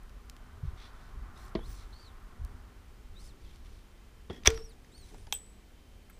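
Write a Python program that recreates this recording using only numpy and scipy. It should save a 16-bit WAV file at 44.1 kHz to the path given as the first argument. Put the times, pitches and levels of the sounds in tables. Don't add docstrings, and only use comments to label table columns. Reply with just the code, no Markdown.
import sys
import numpy as np
from scipy import signal
from scipy.fft import rfft, irfft, next_fast_len
from scipy.io import wavfile
from scipy.ndimage import uniform_filter1d, map_coordinates

SR = 44100
rng = np.random.default_rng(int(sys.argv[2]) if len(sys.argv) > 2 else 0)


def wav_out(sig):
    wavfile.write(sys.argv[1], SR, np.round(np.clip(np.atleast_2d(sig).T, -1, 1) * 32767).astype(np.int16))


def boost(x):
    u = np.asarray(x, float) / 20
    return 10 ** u


N = 272979
EASE_S = .007

# (frequency [Hz], width [Hz], level [dB])
CASING_PEAKS = [(973, 800, -17), (1480, 210, -7), (1860, 1200, 2), (3590, 590, 2.5), (4550, 170, -8),
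                (4700, 450, 1), (6170, 390, -0.5), (7500, 280, -18.5), (9000, 1030, -22),
                (14000, 1300, -22)]
# (time [s], level [dB])
PASSING_LEVEL = [(0, -65), (.8, -59), (1.5, -57), (2, -61.5), (2.55, -60), (2.82, -67), (3.0, -69),
                 (4.4, -71.5), (5, -74), (6.19, -78)]


def unit(x):
    return x / np.sqrt(np.mean(x ** 2) + 1e-20)


def along(points, hz):
    f, v = np.transpose(points)
    return np.interp(np.log(hz + 1), np.log(f + 1), v)


def curves(rows):
    s, *cols = np.transpose(sorted(rows))
    return [np.interp(np.arange(N) / SR, s, c) for c in cols]


def strokes(tables, fade):
    gate = np.zeros(N)
    for rows in tables:
        start, end = rows[0][0] - fade, rows[-1][0] + fade
        gate[round(start * SR):round(end * SR)] = 1
    return np.abs(uniform_filter1d(gate, int(2 * fade * SR))), curves(sum(tables, []))


def held(tables, values):
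    return [[(*row, *np.atleast_1d(v)) for row in rows] for rows, v in zip(tables, values)]


def wobble(rate):
    knots = rng.standard_normal(int(N * rate / SR) + 4)
    return map_coordinates(knots, [np.arange(N) * rate / SR])


def swell(s, rise, fall):
    t = np.arange(N) / SR - s
    return t / np.where(t < 0, rise, fall)


def heave(rows):
    return sum(db * np.exp(-.5 * swell(s, length, length) ** 2) for s, db, length in rows)


def filtered(x, response):
    m = next_fast_len(N + SR // 2)
    return irfft(rfft(x, m) * response(np.fft.rfftfreq(m, 1 / SR)), m)[:N]


def body(peaks):
    def response(f):
        total = 0
        for k, (centre, width, db) in enumerate(peaks):
            damping = 1j * f * width
            total = total + (-1) ** k * boost(db) * damping / (centre * centre - f * f + damping)
        return total
    return response


def rush(spectrum):
    return unit(filtered(rng.standard_normal(N), lambda hz: boost(along(spectrum, hz))))


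def add(track, s, sound):
    part = track[max(round(s * SR), 0):][:len(sound)]
    part += sound[:len(part)]


def rattle_force(db, t60):
    t = np.arange(SR // 8) / SR
    return boost(db - 60 * t / max(t60, .002)) * rng.standard_normal(len(t))


def struck(contacts, part, soft_hz=np.inf):
    force = np.zeros(N)
    for s, db, t60 in contacts:
        add(force, s, rattle_force(db, t60))
    return filtered(force, lambda hz: body(part)(hz) / (1 + 1j * hz / soft_hz) ** 2)


def ringing(modes, blows, attack):
    out, t = np.zeros(N), np.arange(SR // 2) / SR
    for s, db in blows:
        ring = 0
        for hz, level, t60 in modes:
            decay = boost(level + rng.normal(0, 0.87) - 60 * t / t60)
            ring = ring + decay * np.sin(2 * np.pi * hz * t + rng.uniform(0, 2 * np.pi))
        add(out, s, boost(db) * ring * (1 - np.exp(-t / attack)))
    return out


def whistle(tables, jitter):
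    gate, (hz, db) = strokes(tables, fade=0.002)
    db = db + 11 * np.exp(-((hz - 15100) / 450) ** 2)
    eased_hz = uniform_filter1d(hz, int(EASE_S * SR))
    phase = 2 * np.pi * np.cumsum(eased_hz * (1 + jitter * wobble(800))) / SR
    return gate * boost(db + 3 + 2.8 * wobble(150)) * np.sin(phase)


def casing():
    # (time [s], force [dB], contact t60 [s])
    main_blow = [
        (4.4735, -5, .01),
        (4.4755, -11, .014),
        (4.4785, -19, .012),
    ]
    # (frequency [Hz], level [dB], t60 [s])
    boss_modes = [(1950, -1, .013), (2150, -1, .013), (3420, -3, .026), (5040, -9, .014), (5850, 5, .0105),
                  (6250, 0, .007), (7400, -12, .014), (8900, -15, .01), (13900, -20, .012)]
    # (time [s], level [dB])
    boss_blows = [(4.4735, -8.5)]
    return struck(main_blow, CASING_PEAKS) + ringing(boss_modes, boss_blows, attack=0.0002)


def sliding():
    # (time [s], force [dB], contact t60 [s])
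    scrapes = [(4.4495, -25, 0.035), (4.4562, -11.5, 0.022), (4.46, -6, 0.035), (4.4655, -10, 0.069),
               (4.469, -16.5, 0.056)]
    # (frequency [Hz], width [Hz], level [dB])
    slider_peaks = [(1110, 910, -7), (2440, 310, 3.5), (2540, 290, 2), (3560, 680, -5.5), (5640, 840, -1.5),
                    (5760, 1200, -4), (8400, 2400, -21), (11460, 2400, -27), (14650, 2000, -25)]
    return struck(scrapes, slider_peaks)


def bench():
    # (time [s], force [dB], contact t60 [s])
    dull_blows = [
        (4.474, -2.5, 0.024),
        (5.11, -42.5, 0.79),
        (5.144, -30.5, 0.063),
        (5.269, -37, 0.064),
        (5.325, -37, 0.022),
    ]
    # (frequency [Hz], width [Hz], level [dB])
    bench_peaks = [(178, 92, 3.5), (271, 77, 6.5), (410, 74, 4.5), (814, 310, -7), (1806, 1200, -16)]
    return struck(dull_blows, bench_peaks)


def tray():
    # (time [s], force [dB], contact t60 [s])
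    landings = [
        (1.5515, -5, 0.025),
        (1.556, -10, 0.028),
        (1.572, -27, 0.03),
        (1.565, -27, 0.2),
    ]
    # (frequency [Hz], width [Hz], level [dB])
    tray_peaks = [(207, 88, 1.5), (360, 73, 0), (497, 51, -5.5), (660, 32, -12), (930, 82, -17),
                  (1260, 200, -16.5), (1810, 480, -19.5), (2270, 290, -17), (3100, 940, -20),
                  (4100, 1800, -24.5)]
    # (frequency [Hz], level [dB], t60 [s])
    floor_modes = [(234, -6, .13), (340, -8, .14), (398, -1, .085), (487, -12, .17), (650, -2, .055),
                   (1060, -12, .085)]
    # (time [s], level [dB])
    floor_blows = [(1.552, -28)]
    return struck(landings, tray_peaks, soft_hz=7040) + ringing(floor_modes, floor_blows, attack=0.0016)


def block():
    # (time [s], force [dB], contact t60 [s])
    nudges = [
        (4.2985, -10.5, 0.028),
        (4.305, -14, 0.062),
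        (4.32, -29.5, 0.36),
    ]
    # (frequency [Hz], width [Hz], level [dB])
    block_peaks = [(233, 88, 4.5), (383, 175, 0), (728, 310, -12.5), (1200, 810, -20.5), (1890, 400, -20.5),
                   (3380, 340, -22), (5500, 1200, -43)]
    return struck(nudges, block_peaks)


def jaws():
    # (time [s], force [dB], contact t60 [s])
    clinks = [
        (5.3245, -7, 0.014),
        (5.329, -34.5, 0.19),
    ]
    # (frequency [Hz], width [Hz], level [dB])
    jaw_peaks = [(417, 120, -17), (804, 93, -3), (1640, 500, -11), (2470, 430, -7), (3320, 190, 4.5),
                 (5840, 970, -7), (6850, 990, -8.5), (8340, 510, -8.5), (11000, 1000, -21),
                 (13800, 1600, -19)]
    return struck(clinks, jaw_peaks)


def tip():
    # (time [s], force [dB], contact t60 [s])
    tip_contact = [(6.098, -33.5, .045)]
    # (frequency [Hz], width [Hz], level [dB])
    tip_peaks = [(1370, 190, -0.5), (2425, 650, -13), (8000, 3000, -21.5), (12950, 2700, -16)]
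    return struck(tip_contact, tip_peaks)


def washer():
    # (time [s], force [dB], contact t60 [s])
    chatter = [(4.3, -37.5, 0.12), (4.328, -37.5, .1), (4.345, -39, 0.06), (4.36, -39, 0.12),
               (4.375, -40, 0.042)]
    # (frequency [Hz], width [Hz], level [dB])
    washer_peaks = [(1920, 160, 0), (3310, 100, 1.5), (5310, 1100, -14)]
    return struck(chatter, washer_peaks)


def loose_parts():
    # (time [s], force [dB], t60 [s])
    settling = [
        (4.481, -23.5, 0.36),
        (4.51, -40, 1.14),
    ]
    # (frequency [Hz], width [Hz], level [dB])
    loose_peaks = [(700, 2900, -7.5), (1900, 3800, -6.5), (5400, 2000, -12.5)]
    return struck(settling, loose_peaks)


def plate():
    # (frequency [Hz], level [dB], t60 [s])
    plate_modes = [(448, 0, .31), (459, -14, .2), (480, -5, .06), (1077, -22, .15), (1389, -26, .25),
                   (1739, -24, .16), (2207, -28, .25)]
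    # (time [s], level [dB])
    plate_blows = [
        (1.565, -50),
        (4.481, -22.5),
        (5.325, -54),
    ]
    # (time [s], level change [dB], length [s])
    ring_heaves = [(4.494, -0.5, .008), (4.542, -0.5, .01), (4.585, -10, 0.0059), (4.612, 6.5, 0.0067),
                   (4.7, 8.5, 0.018)]
    return boost(heave(ring_heaves)) * ringing(plate_modes, plate_blows, attack=0.0082)


def spanner():
    # (frequency [Hz], level [dB], t60 [s])
    spanner_modes = [(2650, -9, .06), (3165, -10, .09), (3240, -9, .065), (7838, -20, .45), (7908, -24, .4),
                     (7962, -20, .5), (8048, -19, .5), (8129, -7, .1), (8350, -6, .05), (13390, -24, .13),
                     (13580, -22, .1), (13750, -22, .07), (13880, -18, .05), (14150, -12, .03)]
    # (time [s], level [dB])
    spanner_blows = [
        (5.326, -29),
        (6.102, -67),
        (6.107, -73),
    ]
    return ringing(spanner_modes, spanner_blows, attack=0.0023)


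def shank_and_handle():
    # (frequency [Hz], level [dB], t60 [s])
    shank_modes = [(7838, -12, .11), (7920, -3, .11), (7962, -12, .08), (8050, 0, .11)]
    # (time [s], level [dB])
    shank_blows = [
        (5.33, -45),
        (5.346, -32),
    ]
    # (frequency [Hz], level [dB], t60 [s])
    handle_modes = [(8050, 0, .4), (7965, -10, .3)]
    # (time [s], level [dB])
    handle_blows = [(6.128, -65)]
    return ringing(shank_modes, shank_blows, attack=0.0036) + ringing(handle_modes, handle_blows, attack=.002)


def side_cover():
    # (frequency [Hz], level [dB], t60 [s])
    cover_modes = [(229, -5.5, 0.042), (311, -5.5, .12), (611, -1, 0.036), (828, -6.5, 0.035),
                   (1480, -8, 0.12)]
    # (time [s], level [dB])
    cover_blows = [(4.478, -31)]
    return ringing(cover_modes, cover_blows, attack=0.0029)


def sinking_ring():
    # (time [s], frequency [Hz], level [dB rms])
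    sag = [(5.327, 14350, -50), (5.333, 14200, -50), (5.343, 13800, -49), (5.348, 13840, -56),
           (5.365, 13500, -71), (5.385, 13500, -75), (5.4, 13350, -82)]
    gate, (hz, db) = strokes([sag], fade=.001)
    phase = 2 * np.pi * np.cumsum(hz * (1 + .006 * wobble(500))) / SR
    return gate * boost(db + 3 + 4.5 * wobble(250)) * np.sin(phase)


def taps():
    # (time [s], peak [dB], contact t60 [s], edge brightness [dB])
    contacts = [(4.435, -53, 0.016, -25), (4.5025, -36, 0.02, -10), (4.5445, -49, 0.018, -17),
                (4.5753, -47, 0.016, -32), (4.846, -55.5, 0.014, -26.5), (4.979, -56, 0.018, -22),
                (5.145, -67.5, 0.023, -12), (5.183, -61, 0.016, -7.5), (5.269, -49.5, 0.015, -30.5)]
    metal = struck([(s, db + 9.5, t60) for s, db, t60, _ in contacts], CASING_PEAKS)
    edges = [(s, db + bright_db + 0.5, t60) for s, db, t60, bright_db in contacts]
    return metal + struck(edges, [(10900, 15500, 0.0038)])


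def grazes():
    graze_times = [2.449, 2.449, 4.5755, 4.578, 4.601, 1.59, 1.592, .096, 5.271, 4.474, 5.325, 4.576, 1.552,
                   1.558, 4.5025, 4.4505, 5.3245, 5.3247, 4.5028, 4.46, 1.552, 4.465]
    # (force [dB], contact t60 [s], frequency [Hz], width [Hz])
    graze_sounds = [(-36, 0.0073, 4400, 640), (-49, .004, 11500, 2500), (-24, 0.023, 1490, 300),
                    (-24.5, .02, 350, 100), (-44, .01, 6000, 600), (-25, 0.016, 880, 200),
                    (-46, .01, 2300, 700), (-52, .006, 5200, 600), (-29, 0.045, 740, 170),
                    (-9, 0.02, 810, 150), (-25, 0.013, 1530, 270), (-32, .012, 4800, 600),
                    (-35, .012, 4100, 520), (-40, .02, 3300, 300), (-24, .012, 7600, 900),
                    (-33.5, .03, 2700, 600), (-26, .004, 11700, 3600), (-24, .008, 5700, 800),
                    (-27, .014, 5050, 500), (-18, .02, 5300, 700), (-32, .01, 5200, 560),
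                    (-14, .03, 2550, 250)]
    out = np.zeros(N)
    for s, (db, t60, hz, width) in zip(graze_times, graze_sounds):
        peak = signal.iirpeak(hz, hz / (1.55 * width), fs=SR)
        once = signal.lfilter(*peak, rattle_force(db, t60))
        add(out, s, signal.lfilter(*peak, once))
    return out


def ticks():
    # (time [s], peak [dB], centre [Hz])
    snaps = [(0.034, -47.5, 8000), (0.0955, -48, 3090), (0.2982, -32, 3900), (0.366, -42, 2750),
             (2.1994, -56, 12500), (2.2274, -56, 12500), (2.449, -41.5, 6500), (3.1924, -56, 11000),
             (3.56, -46, 3140), (3.6494, -59, 5700)]
    out, t = np.zeros(N), np.arange(SR // 50) / SR
    for s, db, hz in snaps:
        b, a = signal.butter(1, [.7 * hz, min(1.8 * hz, 20000)], "bandpass", fs=SR)
        crackle = 0.07 * rng.standard_normal(len(t)) * boost(-60 * t / 0.012)
        snap = signal.lfilter(b, a, (t == 0) + crackle)
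        add(out, s, boost(db + 2.0) * snap / np.abs(snap).max())
    return out


def squeaks():
    # (time [s], slip rate [Hz], level [dB])
    squeak_paths = [
        [(3.158, 3620, -67), (3.195, 4100, -65), (3.208, 4450, -65), (3.215, 4850, -70), (3.24, 5100, -75),
         (3.272, 5200, -73), (3.287, 4550, -66), (3.316, 3500, -69), (3.328, 3150, -79)],
        [(4.543, 3900, -62), (4.553, 5450, -61), (4.563, 5720, -58), (4.6, 5360, -61), (4.62, 5480, -66),
         (4.65, 5745, -55), (4.685, 5280, -66), (4.72, 3800, -71), (4.74, 3370, -78)],
        [(4.922, 3720, -72), (4.948, 4270, -67), (4.97, 4590, -64), (4.99, 4410, -66), (5.012, 4330, -66),
         (5.045, 3910, -66), (5.06, 4060, -78), (5.075, 3930, -78)],
    ]
    # (second [dB], third [dB])
    multiples = [(-13, -32), (-3, -15), (-5, -22)]
    # (start [s], end [s], half-way line [dB])
    alternation = [(4.578, 4.62, -71), (4.64, 4.686, -73), (4.995, 5.055, -75)]
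    gate, (hz, first_db, second_db, third_db) = strokes(held(squeak_paths, multiples), fade=0.0046)
    thin_db = first_db - 14 * np.clip((hz - 4950) / 300, 0, 1)
    half_db = -100
    for start, end, db in alternation:
        half_db = half_db + (db + 100) * strokes([[(start, 0), (end, 0)]], fade=.008)[0]
    levels_db = first_db, thin_db + second_db, thin_db + third_db, half_db
    eased_hz = uniform_filter1d(hz, int(EASE_S * SR))
    phase = 2 * np.pi * np.cumsum(eased_hz * (1 + .011 * wobble(250))) / SR
    lines = 0
    for k, db in zip((1, 2, 3, 3 / 2), levels_db):
        strength = boost(db + 5 - k + (2 + k) * wobble(90))
        tremor = .75 * (k - 1) * wobble(400)
        lines = lines + strength * np.sin(k * phase + tremor) * (k * hz < SR / 2)
    return gate * lines


def loose_whistles():
    # (time [s], frequency [Hz])
    whistle_paths = [
        [(.778, 3550), (.81, 3380), (.84, 3500), (.882, 3420)],
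        [(1.362, 3600), (1.4, 4130), (1.455, 4330)],
        [(1.58, 3100), (1.635, 3400), (1.655, 4050), (1.677, 4500)],
        [(1.738, 4600), (1.765, 4270), (1.79, 4000), (1.83, 4050), (1.855, 3800)],
        [(1.93, 4120), (1.97, 4500), (2.035, 4600), (2.065, 4250), (2.078, 3800), (2.093, 3750)],
        [(2.098, 3550), (2.112, 3350)],
        [(3.45, 3600), (3.47, 3200), (3.51, 3300), (3.54, 2900)],
        [(3.99, 2350), (4.015, 2600), (4.04, 2450)],
    ]
    whistle_levels = [-71, -72, -70, -72, -65, -73, -74, -78]
    # (time [s], frequency [Hz])
    overtone_paths = [
        [(1.362, 5000), (1.38, 5300)],
        [(1.383, 10300), (1.4, 12400), (1.428, 14000), (1.455, 13100)],
        [(1.495, 11500), (1.518, 10300)],
        [(1.58, 10350), (1.64, 11700), (1.662, 13400), (1.685, 14900), (1.704, 15220), (1.73, 14800),
         (1.756, 14500)],
        [(1.82, 12300), (1.835, 11800), (1.865, 9300)],
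        [(2.068, 7700), (2.092, 7300)],
        [(4.546, 9500), (4.56, 11430), (4.585, 11100)],
        [(4.595, 13500), (4.62, 13300)],
        [(4.655, 5450), (4.68, 5250)],
        [(4.922, 7450), (4.936, 8050)],
        [(5.006, 15250), (5.02, 14800)],
        [(5.1, 5900), (5.125, 7000), (5.16, 8000)],
        [(5.18, 9050), (5.208, 8600)],
        [(5.222, 9500), (5.258, 10700)],
        [(5.268, 10700), (5.32, 10430)],
        [(5.4, 10800), (5.43, 10400), (5.45, 9900), (5.472, 9000)],
        [(5.48, 10700), (5.505, 10000), (5.53, 8750)],
    ]
    overtone_levels = [-74, -77, -82, -78, -84, -80, -73, -79, -67, -72, -84, -77, -72, -80, -77, -80, -82]
    fuzzy = boost(1.5) * whistle(held(whistle_paths, whistle_levels), jitter=.042)
    return fuzzy + whistle(held(overtone_paths, overtone_levels), jitter=.008)


def rasp():
    # (fastest [s], rise [s], fall [s], low rasp [dB], high rasp [dB])
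    turns = [(.67, 0.037, 0.063, -71.5, -85), (.826, 0.062, 0.071, -60.5, -71.5),
             (1.05, 0.2, 0.094, -71.5, -78), (1.43, 0.09, 0.093, -69.5, -65),
             (1.725, 0.098, 0.081, -67.5, -60.5), (1.82, 0.056, .045, -67, -70),
             (2.05, 0.22, 0.047, -73.5, -71), (3.25, 0.07, 0.069, -72, -62), (3.49, 0.1, 0.13, -70, -74),
             (3.66, .02, 0.018, -69, -74), (3.74, 0.092, .1, -73, -74), (5.07, 0.034, .06, -73, -74),
             (5.12, 0.26, 0.22, -77.5, -69)]
    # (frequency [Hz], width [Hz], level [dB])
    stud_peaks = [(2170, 710, -3.5), (3500, 380, 2), (4200, 890, -1), (6060, 700, -6)]
    # (frequency [Hz], width [Hz], level [dB])
    thread_peaks = [(5000, 1250, -0.5), (6230, 830, 1), (7200, 420, 1), (8400, 1000, -2), (9960, 550, -0.5),
                    (14500, 1600, -12)]
    low, high = np.zeros(N), np.zeros(N)
    for s, rise, fall, low_db, high_db in turns:
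        speed = boost(-15 * np.abs(swell(s, rise, fall)) ** 3)
        low += speed * boost(low_db)
        high += speed * boost(high_db)
    grit = rng.standard_normal((2, N)) * boost(1.7 * wobble(250))
    stud = unit(filtered(grit[0], lambda hz: body(stud_peaks)(hz) / (1 + (hz / 6000) ** 2)))
    rough = unit(filtered(grit[1], body(thread_peaks)))
    return boost(1.5) * low * stud + boost(-1.5) * high * rough


def bumps():
    # (time [s], peak [dB], frequency [Hz], length [s], direction [sign])
    swings = [(0.638, -27.5, 102, 0.0039, -1), (0.655, -30, 100.6, 0.0039, 1),
              (0.686, -26.5, 60.4, 0.0078, 1), (0.737, -33.5, 60, 0.0042, 1), (2.402, -35, 70, 0.0059, -1),
              (2.42, -30, 63.7, 0.0052, -1), (2.449, -28, 49, 0.0082, -1), (4.309, -38.5, 80, 0.0087, 1),
              (4.4804, -21, 60.7, 0.004, -1), (4.487, -24.5, 61.6, 0.01, 1)]
    out, t = np.zeros(N), np.arange(-SR // 20, SR // 20) / SR
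    for s, db, hz, length, way in swings:
        envelope = np.sign(way) * boost(db) * np.exp(-.5 * (t / length) ** 2)
        add(out, s + t[0], envelope * np.cos(2 * np.pi * hz * t))
    return out


def shop(x):
    # (frequency [Hz], t60 [s])
    decay_times = [(150, 0.47), (1000, 0.22), (4000, 0.084), (12000, 0.22)]
    hz, t, z = signal.stft(rng.standard_normal(SR // 2), SR, nperseg=256)
    decay = boost(-60 * t / along(decay_times, hz)[:, None])
    tail = signal.istft(z * decay, SR, nperseg=256)[1]
    return signal.fftconvolve(np.pad(x, (200, 0)), tail / np.linalg.norm(tail))[:N]


def traffic():
    # (frequency [Hz], density [dB per Hz])
    rolling_spectrum = [(300, -31.5), (600, -3), (800, -0.5), (1150, 1), (1500, -1), (2000, -5.5),
                        (3500, -36), (6000, -39.5)]
    # (frequency [Hz], width [Hz], level [dB])
    doorway_peaks = [(768, 31, -2), (1063, 45, 1), (1195, 45, -1), (1346, 50, 0.5), (1497, 42, -0.5)]
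    level_db, = curves(PASSING_LEVEL)

    def doorway(hz):
        return 1 + sum(np.abs(body([peak])(hz)) ** 2 for peak in doorway_peaks)

    return boost(level_db - 2.0 + .5 * wobble(6.2)) * unit(filtered(rush(rolling_spectrum), doorway))


def rumble():
    # (frequency [Hz], density [dB per Hz])
    rumble_spectrum = [(8.8, -27), (15, -2.5), (41, 0), (73, -7), (168, -25.5), (247, -23), (269, -35.5),
                       (400, -26), (520, -58.5), (880, -120)]
    # (time [s], level change [dB], length [s])
    heaves = [(0.241, -3.5, 0.15), (.55, 2.5, 0.37), (1.668, 5, 0.092), (2.0, -2.5, 0.1), (2.518, 5, 0.042),
              (3.1, 2.5, 0.065), (4.323, -5.5, 0.13), (4.519, 10.5, 0.095)]
    traffic_db, = curves(PASSING_LEVEL)
    level_db = -50 + 0.21 * (traffic_db + 65) + heave(heaves)
    return boost(level_db + 1.7 * wobble(6)) * rush(rumble_spectrum)


def hum():
    # (frequency [Hz], level [dB rms])
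    motor_lines = [(199.2, -75.5), (247.6, -74.5), (296.1, -77.5), (344.5, -78.5), (737.5, -83.5),
                   (1190, -97), (1497, -93), (2358, -91.5), (2998, -96), (3095, -83.5)]
    t, drift, out = np.arange(N) / SR, .002 * wobble(5), 0
    for hz, db in motor_lines:
        out = out + boost(db + 3 + 2.5 * wobble(4)) * np.sin(2 * np.pi * hz * t + hz * drift)
    return out


def hiss():
    # (frequency [Hz], density [dB per Hz])
    hiss_spectrum = [(88, -39), (150, -4), (249, -11), (269, -7.5), (291, -12), (421, -7), (755, -15.5),
                     (800, -13.5), (1330, -18.5), (2120, -17), (15700, -32)]
    return boost(-64) * rush(hiss_spectrum)


def scene():
    steel = plate() + spanner()
    hits = casing() + sliding() + bench() + tray() + block() + jaws() + tip() + washer() + loose_parts()
    hits = hits + shank_and_handle() + side_cover() + sinking_ring() + taps() + grazes() + ticks()
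    thread = squeaks() + loose_whistles() + rasp()
    workshop = traffic() + rumble() + hum() + hiss()
    air = filtered(thread + workshop, lambda hz: hz < 15350)
    echo = boost(-24.0) * shop(hits + 0.46 * steel)
    return (hits + steel + echo + bumps() + air)[None]


def roll_off(x):
    return signal.sosfilt(signal.butter(12, 15870, fs=SR, output="sos"), x)


def record(dry):
    # (start [s], end [s])
    thinned = [(1.549, 1.568), (2.382, 2.422), (4.28, 4.292), (4.303, 4.32), (4.431, 4.445), (5.261, 5.318)]
    soft = dry[0] / (1 + np.abs(dry[0] / 1.1) ** 4) ** (1 / 4)
    gate = strokes([[(start, 0), (end, 0)] for start, end in thinned], fade=.002)[0]
    soft = soft - .9 * gate * filtered(soft, lambda hz: hz > 13000)
    mix = filtered(soft, lambda hz: np.clip((15780 - hz) / 500, 0, 1))[None]
    return roll_off(mix)


dry = scene()
out = record(dry)
wav_out(out)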